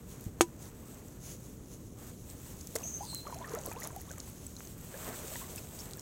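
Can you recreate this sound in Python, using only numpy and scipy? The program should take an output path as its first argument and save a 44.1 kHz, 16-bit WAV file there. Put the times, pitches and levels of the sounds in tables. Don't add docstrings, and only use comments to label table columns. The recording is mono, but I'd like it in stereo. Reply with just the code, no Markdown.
import sys
import numpy as np
from scipy import signal
from scipy.fft import rfft, irfft
from scipy.io import wavfile
from scipy.ndimage import uniform_filter1d

SR = 44100
rng = np.random.default_rng(int(sys.argv[2]) if len(sys.argv) > 2 else 0)


def dump_mix(stems):
    frames = np.atleast_2d(stems).T
    limited = np.clip(frames, -1, 1)
    pcm = np.round(limited * 32767).astype(np.int16)
    wavfile.write(sys.argv[1], SR, pcm)


N = 265041

# time_s, level_db
STROKES = [
    [(2.74, -60), (2.8, -44), (3.2, -70), (3.27, -42.5), (3.6, -42), (3.72, -40), (3.82, -44.5),
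     (4.12, -46.5), (4.22, -52), (4.35, -56)],
    [(4.9, -56), (5.07, -40.5), (5.2, -50), (5.42, -47.5), (5.68, -51.5), (6.01, -48.5)],
]


def undb(db):
    return 10 ** (np.asarray(db) / 20)


def unit(x):
    return x / np.sqrt(np.mean(x ** 2))


def on_log_hz(points, hz):
    point_hz, values = np.transpose(points)
    return np.interp(np.log(hz), np.log(point_hz), values)


def band(x, low_hz, high_hz):
    return signal.sosfilt(signal.butter(2, [low_hz, high_hz], "band", fs=SR, output="sos"), x)


def curves(table):
    times, *columns = np.transpose(table)
    t = np.arange(N) / SR
    gate = uniform_filter1d(1. * (t > times[0]) * (t < times[-1]), size=300)
    return [np.interp(t, times, column) for column in columns] + [gate]


def wander(rate_hz):
    hold = int(SR / rate_hz)
    steps = np.repeat(rng.standard_normal(N // hold + 1), hold)
    return 1.3 * uniform_filter1d(uniform_filter1d(steps, hold), hold)[:N]


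def place(out, sound, start_s, left_db):
    lag_s = .00054 * np.clip(left_db / 4, -1, 1)
    for ear, sign in enumerate((1, -1)):
        first = int((start_s + max(-sign * lag_s, 0)) * SR)
        row = np.atleast_2d(sound)[-ear]
        out[ear, first:first + len(row)] += row[:max(N - first, 0)] * undb(min(sign * left_db, 0))


def burst(fade_ms):
    t = np.arange(min(int(fade_ms * SR / 1000) + 8, 4000)) / SR
    fade = 1000 ** (-t * 1000 / fade_ms)
    noise = rng.standard_normal((2, 4000))[:, :len(t)] * fade
    return noise * np.sqrt(np.sum(fade ** 2) / np.sum(noise ** 2, axis=1, keepdims=True))


def rumble():
    # pitch_hz, relative_db
    spectrum = [(12, -45), (20, -13), (65, -1.5), (97, -3.5), (128, -2), (163, -4.5), (517, -14.5),
                (572, -18.5), (608, -15), (646, -16), (790, -37.5), (948, -20.5), (2500, -50), (3250, -62),
                (5500, -120)]
    # pitch_hz, likeness (0 to 1)
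    likeness = [(30, .7), (70, 0.82), (290, 0.85), (640, 0), (1400, 0)]
    out, swell, noise = 0, wander(1), rng.standard_normal((2, N))
    for hz in 22 * 2 ** np.arange(0, 7, 1 / 3):
        noise = np.roll(noise, SR // 4, axis=1)
        middle, side = band(noise, hz / 2 ** (1 / 6), hz * 2 ** (1 / 6))
        alike = np.clip(on_log_hz(likeness, hz), 0, 1)
        ears = np.sqrt(1 + alike) * middle + np.sqrt(1 - alike) * side * np.array([[1], [-1]])
        out += undb(on_log_hz(spectrum, hz) + 0.28 * swell + 0.55 * wander(10)) * ears
    return unit(out) * undb(-48)


def rustle():
    # time_s, left_db, right_db, dull_part_db
    steady_hiss = [(0, -58.5, -56.5, -3), (1.1, -58, -55.5, -2.5), (1.9, -57, -56, -8),
                   (2.3, -55, -55, -14), (2.8, -49, -45.5, -9), (3.4, -56, -53, -3), (4.0, -49, -52, -5),
                   (4.7, -56, -49, -9), (5.2, -49.5, -41.5, -4), (5.7, -52.5, -48, -7),
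                   (6.01, -56, -47, -6.5)]
    # peak_s, length_s, left_db, right_db, dull_part_db
    swishes = [(0.14, 0.15, -48.5, -52, -9), (0.253, 0.12, -53, -51, -6), (0.645, 0.18, -51.5, -52, -4.5),
               (0.914, 0.44, -63, -51.5, -4), (1.304, .17, -41.5, -50, -16), (1.45, 0.1, -53.5, -59, -11),
               (1.72, 0.21, -50.5, -67, -19), (2.061, 0.18, -51, -47, -3.5), (2.32, 0.13, -56.5, -50.5, -5),
               (2.49, 0.27, -60, -46.5, -6.5), (2.792, 0.073, -50, -51, -2), (3.132, 0.41, -67, -47, -17),
               (3.338, 0.063, -48, -58, 0), (3.553, 0.29, -50, -60, 7), (3.7, 0.2, -62, -46.5, -9),
               (3.85, 0.11, -47, -59, 3.5), (4.198, 0.14, -53, -58, -7), (4.6, 0.15, -51, -61, -14),
               (5.022, 0.3, -57, -44, -2), (5.102, 0.15, -52, -39.5, 1), (5.332, .22, -46, -39, -10),
               (5.544, 0.35, -50, -45, -11), (5.85, 0.2, -52.5, -45, -3)]
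    t = np.arange(N) / SR
    left_db, right_db, dull_db, _ = curves(steady_hiss)
    power = undb([2 * left_db, 2 * right_db])
    dull_power = power * undb(2 * dull_db)
    for peak_s, length_s, left_db, right_db, dull_db in swishes:
        width_s = length_s * np.where(t < peak_s, 0.34, 0.24)
        swell = np.exp(-((t - peak_s) / width_s) ** 2) * undb([[2 * left_db], [2 * right_db]])
        power += swell
        dull_power += swell * undb(2 * dull_db)
    hiss = unit(band(rng.standard_normal((2, N)), 2810, 21600))
    hiss *= undb(2.27 * np.array([wander(36), wander(40)]))
    slips = rng.random((2, N)) < 160 / SR
    slips = slips * undb(np.minimum(4.1 * rng.exponential(size=(2, N)), 11))
    fading_slips = signal.lfilter([1], [1, -.95], slips)
    crackle = band(fading_slips * rng.standard_normal((2, N)), 2300, 17000)
    bright = undb([[3.5], [1.5]]) * hiss + undb(4.5) * crackle
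    dull = unit(band(rng.standard_normal((2, N)), 260, 1900)) * undb(1.5 * wander(70))
    return np.sqrt(power) * bright + np.sqrt(dull_power) * dull


def ticks_and_splashes():
    # start_s, level_db, left_db, treble_db
    ticks = [(0.2094, -32, -4, 11), (0.24, -33, -10, 11), (0.9005, -43, -18, -7), (1.0836, -37.5, 9, -14),
             (2.3002, -32, 4.5, -5), (2.6112, -35, 12, 7), (2.6717, -24.5, 6, 2), (2.7859, -29, 10, -16),
             (3.0517, -29, 17, -23), (3.135, -31, 10, -11), (3.1467, -15.5, 9, 7), (3.3445, -28, 18, -17),
             (3.387, -34.5, 13, -6), (3.4944, -32.5, 10, -14), (3.5355, -29.5, 7, -12), (3.55, -18, 16, 13),
             (3.588, -27, 14, -17), (3.6136, -30.5, 12, -9), (3.657, -28, 19, -18),
             (3.6611, -15.5, -18, 19), (3.7028, -33, -16, 3), (3.717, -31, 13, -10), (3.8024, -25, -22, 18),
             (3.81, -32, 20, -17), (3.8732, -18, 21, 24), (3.9624, -24, 12, 11), (4.0155, -30, -4, 10),
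             (4.114, -25, 17, -3), (4.1822, -30.5, -1.5, -4), (4.202, -21, 25, -23), (4.2987, -34, -17, 8),
             (4.5977, -32, -7, 12), (4.6729, -30.5, 19, -6), (5.3634, -25.5, -12, 0), (5.5603, -18, 12, 9),
             (5.749, -32, -14, 15), (5.9343, -22.5, -25, -25), (5.972, -28, -25, 15),
             (5.9948, -27.5, 4, -14)]
    # start_s, length_s, level_db, left_db, treble_db
    splashes = [(2.6083, .003, -38, 10, -20), (2.7541, 0.0082, -22, 3.5, -4.5),
                (3.8324, .014, -28.5, 15, -2.5), (4.199, .004, -39.5, 25, -20),
                (5.79, .012, -36.5, 10, -15)]
    hits = [(start_s, level_db, left_db, treble_db, 5.7 * (1 - .008 * treble_db))
            for start_s, level_db, left_db, treble_db in ticks]
    hits += [(start_s + length_s * part, level_db, left_db, treble_db, 17.5)
             for start_s, length_s, level_db, left_db, treble_db in splashes for part in (0, .5, 1)]
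    middle, treble = np.zeros((2, 2, N))
    for start_s, level_db, left_db, treble_db, fade_ms in hits:
        hit = burst(fade_ms) * undb(level_db) / np.sqrt(1 + undb(2 * treble_db))
        place(middle, hit, start_s, left_db)
        place(treble, hit * undb(treble_db), start_s, left_db)
    middle = band(band(middle, 3700, 9400), 3600, 9700)
    treble = band(band(treble, 9500, 16600), 8900, 21000)
    return undb(7) * (middle + treble)


def deck_knocks():
    # start_s, peak_db, contact_ms, low_cut_hz
    blows = [(0.2641, -29.5, 5.4, 40.3), (0.4088, -0.5, 0.37, 270)]
    # pitch_hz, relative_db, fade_s
    hull_tones = [(98, -5.5, 0.13), (341, 8.5, .1), (455, -1.5, 0.043), (770, -3, 0.069), (983, -8.5, 0.15),
                  (1240, 7, 0.026), (2740, -16, 0.12), (3100, -17, 0.11), (3380, -26, 0.1)]
    # start_s, level_db, fade_ms
    rattles = [(.4092, -10, 41), (.4152, -9.5, 12.6), (.4172, -17, 10), (.4092, -15, 78)]
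    out, t = np.zeros((2, N)), np.arange(SR // 5) / SR
    ring = sum(undb(db) * np.cos(2 * np.pi * hz * t) * 1000 ** (-t / fade_s)
               for hz, db, fade_s in hull_tones)
    ring[0] *= 14
    for start_s, peak_db, contact_ms, low_cut_hz in blows:
        push = np.sin(np.pi * np.clip(t[:600] * 1000 / contact_ms, 0, 1)) ** 2
        knock = band(np.convolve(ring, push), low_cut_hz, 10000)
        place(out, -knock / np.abs(knock).max() * undb(peak_db), start_s, left_db=-.5)
    for start_s, level_db, fade_ms in rattles:
        place(out, band(burst(fade_ms), 1100, 11300) * undb(level_db), start_s, left_db=2.5)
    return out


def blade_side(time_s):
    # time_s, left_db
    path = [(2.76, 1), (3.0, 8.5), (3.3, 15), (3.47, 13), (3.53, 5.5), (4.2, 6.5), (4.9, -3.5), (5.42, -11),
            (5.58, 7)]
    return np.interp(time_s, *np.transpose(path))


def churn_events(per_second):
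    for stroke in STROKES:
        times, levels = np.transpose(stroke)
        length_s = times[-1] - times[0]
        for when, *chances in rng.random((int(per_second * length_s), 4)):
            start_s = times[0] + when * length_s
            yield start_s, np.interp(start_s, times, levels), *chances


def spray():
    out = np.zeros((2, N))
    for start_s, level_db, size, side, hardness in churn_events(per_second=190):
        hz = 2400 * 2 ** (2.56 * hardness)
        droplet = band(burst(fade_ms=12 - 7 * hardness), hz / 1.15, hz * 1.09)
        droplet *= undb(level_db + 8.5 + 12.1 * size ** 2.8)
        place(out, droplet, start_s, 0.78 * blade_side(start_s) + 30 * (side - .5))
    return out


def bubble(hz, fade_ms, glide, waver=0.055, slap_db=-9):
    t = np.arange(int(fade_ms * SR / 1000)) / SR
    speed, offset = rng.random(2)
    wobble = np.sin(2 * np.pi * ((30 + 60 * speed) * t + offset))
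    pitch_hz = hz * 2 ** (glide * t) * (1 + waver * wobble)
    loudness = 1000 ** (-t * 1000 / fade_ms) * (1 - np.exp(-t / .00089))
    ring = np.sin(2 * np.pi * np.cumsum(pitch_hz) / SR) * loudness
    slap_cycles = t * hz * 1.57
    return ring + undb(slap_db) * np.sin(2 * np.pi * slap_cycles) * (slap_cycles < 1)


def gurgle():
    # start_s, level_db, pitch_hz, fade_ms, glide_octaves_per_s
    loud_bubbles = [(2.753, -32, 441, 92, 2), (2.756, -27, 620, 41, 6), (2.761, -19.5, 2020, 10.4, 0),
                    (3.007, -30, 773, 164, 5), (3.028, -34, 970, 74, -4), (3.052, -47, 830, 90, 22),
                    (3.129, -37.5, 827, 66, 41.5), (3.254, -40, 848, 41, 26), (3.269, -30.5, 1200, 47, -8),
                    (3.299, -40, 885, 42, 22), (3.325, -31.5, 970, 64, -1), (3.356, -43, 643, 230, 11.5),
                    (3.404, -40.5, 692, 80, -5), (3.412, -38, 928, 230, 7), (3.444, -32.5, 1720, 40, 1),
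                    (3.475, -38, 1220, 62, 0), (3.504, -40, 442, 130, 6.5), (3.518, -33, 1010, 100, 3),
                    (3.536, -26.5, 427, 84, 8.5), (3.552, -30, 1270, 49, 3), (3.571, -30, 587, 100, 2),
                    (3.655, -36, 978, 310, 5), (3.685, -35, 360, 27, -9), (3.715, -26, 890, 38, 6),
                    (3.752, -33, 776, 41, 0), (3.765, -29, 950, 115, 8.5), (3.82, -33, 1970, 39, 21),
                    (3.852, -31, 1120, 37, 7), (3.905, -32.5, 1040, 42, -13), (3.963, -29.5, 786, 94, -2),
                    (4.075, -40, 960, 93, 18), (4.107, -37, 1530, 38, 0), (4.135, -41, 1250, 35, 5),
                    (4.18, -34, 1205, 26, 0), (4.275, -39.5, 1000, 40, 5), (4.466, -22.5, 7520, 12.5, -3),
                    (4.566, -28, 4100, 17, 21), (4.606, -34, 1500, 5, 0), (4.586, -39, 6170, 15, 0),
                    (4.651, -37, 6200, 15, 0), (4.94, -36.5, 540, 130, 2), (4.941, -36.5, 1660, 37, -6),
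                    (5.087, -32.5, 420, 64, 2), (5.245, -34.5, 430, 37, 4), (5.318, -36, 628, 48, 0),
                    (5.355, -33.5, 940, 47, 2), (5.357, -28.5, 2000, 17, 9), (5.415, -40.5, 1054, 150, 0.5),
                    (5.44, -44, 1910, 37, 7), (5.579, -26.5, 2560, 39, 6), (5.582, -29, 4970, 20, 4),
                    (5.79, -25.5, 4900, 30, 3), (5.803, -31.5, 5820, 24, -5)]
    out = np.zeros((2, N))
    for start_s, level_db, hz, fade_ms, glide in loud_bubbles:
        left_db = blade_side(start_s)
        plop = bubble(hz, fade_ms, glide, slap_db=5 - 0.22 * fade_ms)
        place(out, plop * undb(level_db + abs(left_db) / 2), start_s, left_db)
    for start_s, level_db, softness, highness, ringing in churn_events(per_second=260):
        hz = 500 * 2 ** (2.9 * highness ** 1.1)
        fade_ms = 1000 * (4 + 45 * ringing ** 2.65) / hz
        plop = bubble(hz, fade_ms, glide=700 * (ringing - .35) / fade_ms, waver=0.11)
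        plop *= undb(level_db + 1.5 - 4.54 * np.log(softness + .05) - 4 * highness)
        place(out, plop, start_s, 0.61 * blade_side(start_s))
    return out


def bird():
    # time_s, pitch_hz, level_db, wobble_hz
    notes = [
        [(2.83, 6030, -43, 300), (2.854, 6370, -42.5, 332), (2.912, 6460, -47, 250), (2.95, 6290, -44, 190),
         (3.0, 6350, -51.5, 200), (3.07, 6340, -64, 200)],
        [(3.01, 4900, -60, 252), (3.05, 4520, -50, 330), (3.08, 4280, -46, 258), (3.135, 4165, -40.5, 80),
         (3.19, 4067, -45.5, 55), (3.23, 4154, -50, 45), (3.3, 4124, -59, 45), (3.45, 4100, -68, 45)],
    ]
    voice = 0
    for note in notes:
        hz, level_db, wobble_hz, gate = curves(note)
        phase = 2 * np.pi * np.cumsum(hz + wobble_hz * wander(1100)) / SR
        octave = (hz < 5200) * wobble_hz / 400
        whistle = np.sin(phase) + octave * np.sin(2 * phase)
        voice += gate * undb(level_db + 2.1 * wander(250)) * whistle
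    echoes = signal.fftconvolve(voice[None], burst(fade_ms=84) * undb(-17.5))[:, :N]
    return 0.82 * voice + echoes


def scene():
    return rumble() + rustle() + ticks_and_splashes() + deck_knocks() + spray() + gurgle() + bird()


def record(dry):
    # pitch_hz, gain_db
    openings = [
        [(1500, -4), (3000, -7), (5000, -8), (6600, 4.5), (8300, -8.5), (11000, -3), (13000, -11.5),
         (16000, -8)],
        [(1500, -4), (3000, -4.5), (5200, -9), (7100, -3), (8000, 3.5), (9000, -5), (10200, -9.5),
         (11500, -5.5), (14300, -1.5), (16000, -6)],
    ]
    hz = np.maximum(np.arange(257) * SR / 512, 1)
    out = np.empty_like(dry)
    for ear, opening in enumerate(openings):
        gain = undb(on_log_hz([(700, 0.0098)] + opening, hz))
        cepstrum = irfft(np.log(gain))
        cepstrum[1:256] *= 2
        cepstrum[257:] = 0
        ring = irfft(np.exp(rfft(cepstrum)))
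        out[ear] = signal.fftconvolve(dry[ear], ring)[:N]
    return signal.sosfilt(signal.ellip(10, .2, 90, 15900, fs=SR, output="sos"), out)


dry = scene()
out = record(dry)
dump_mix(out)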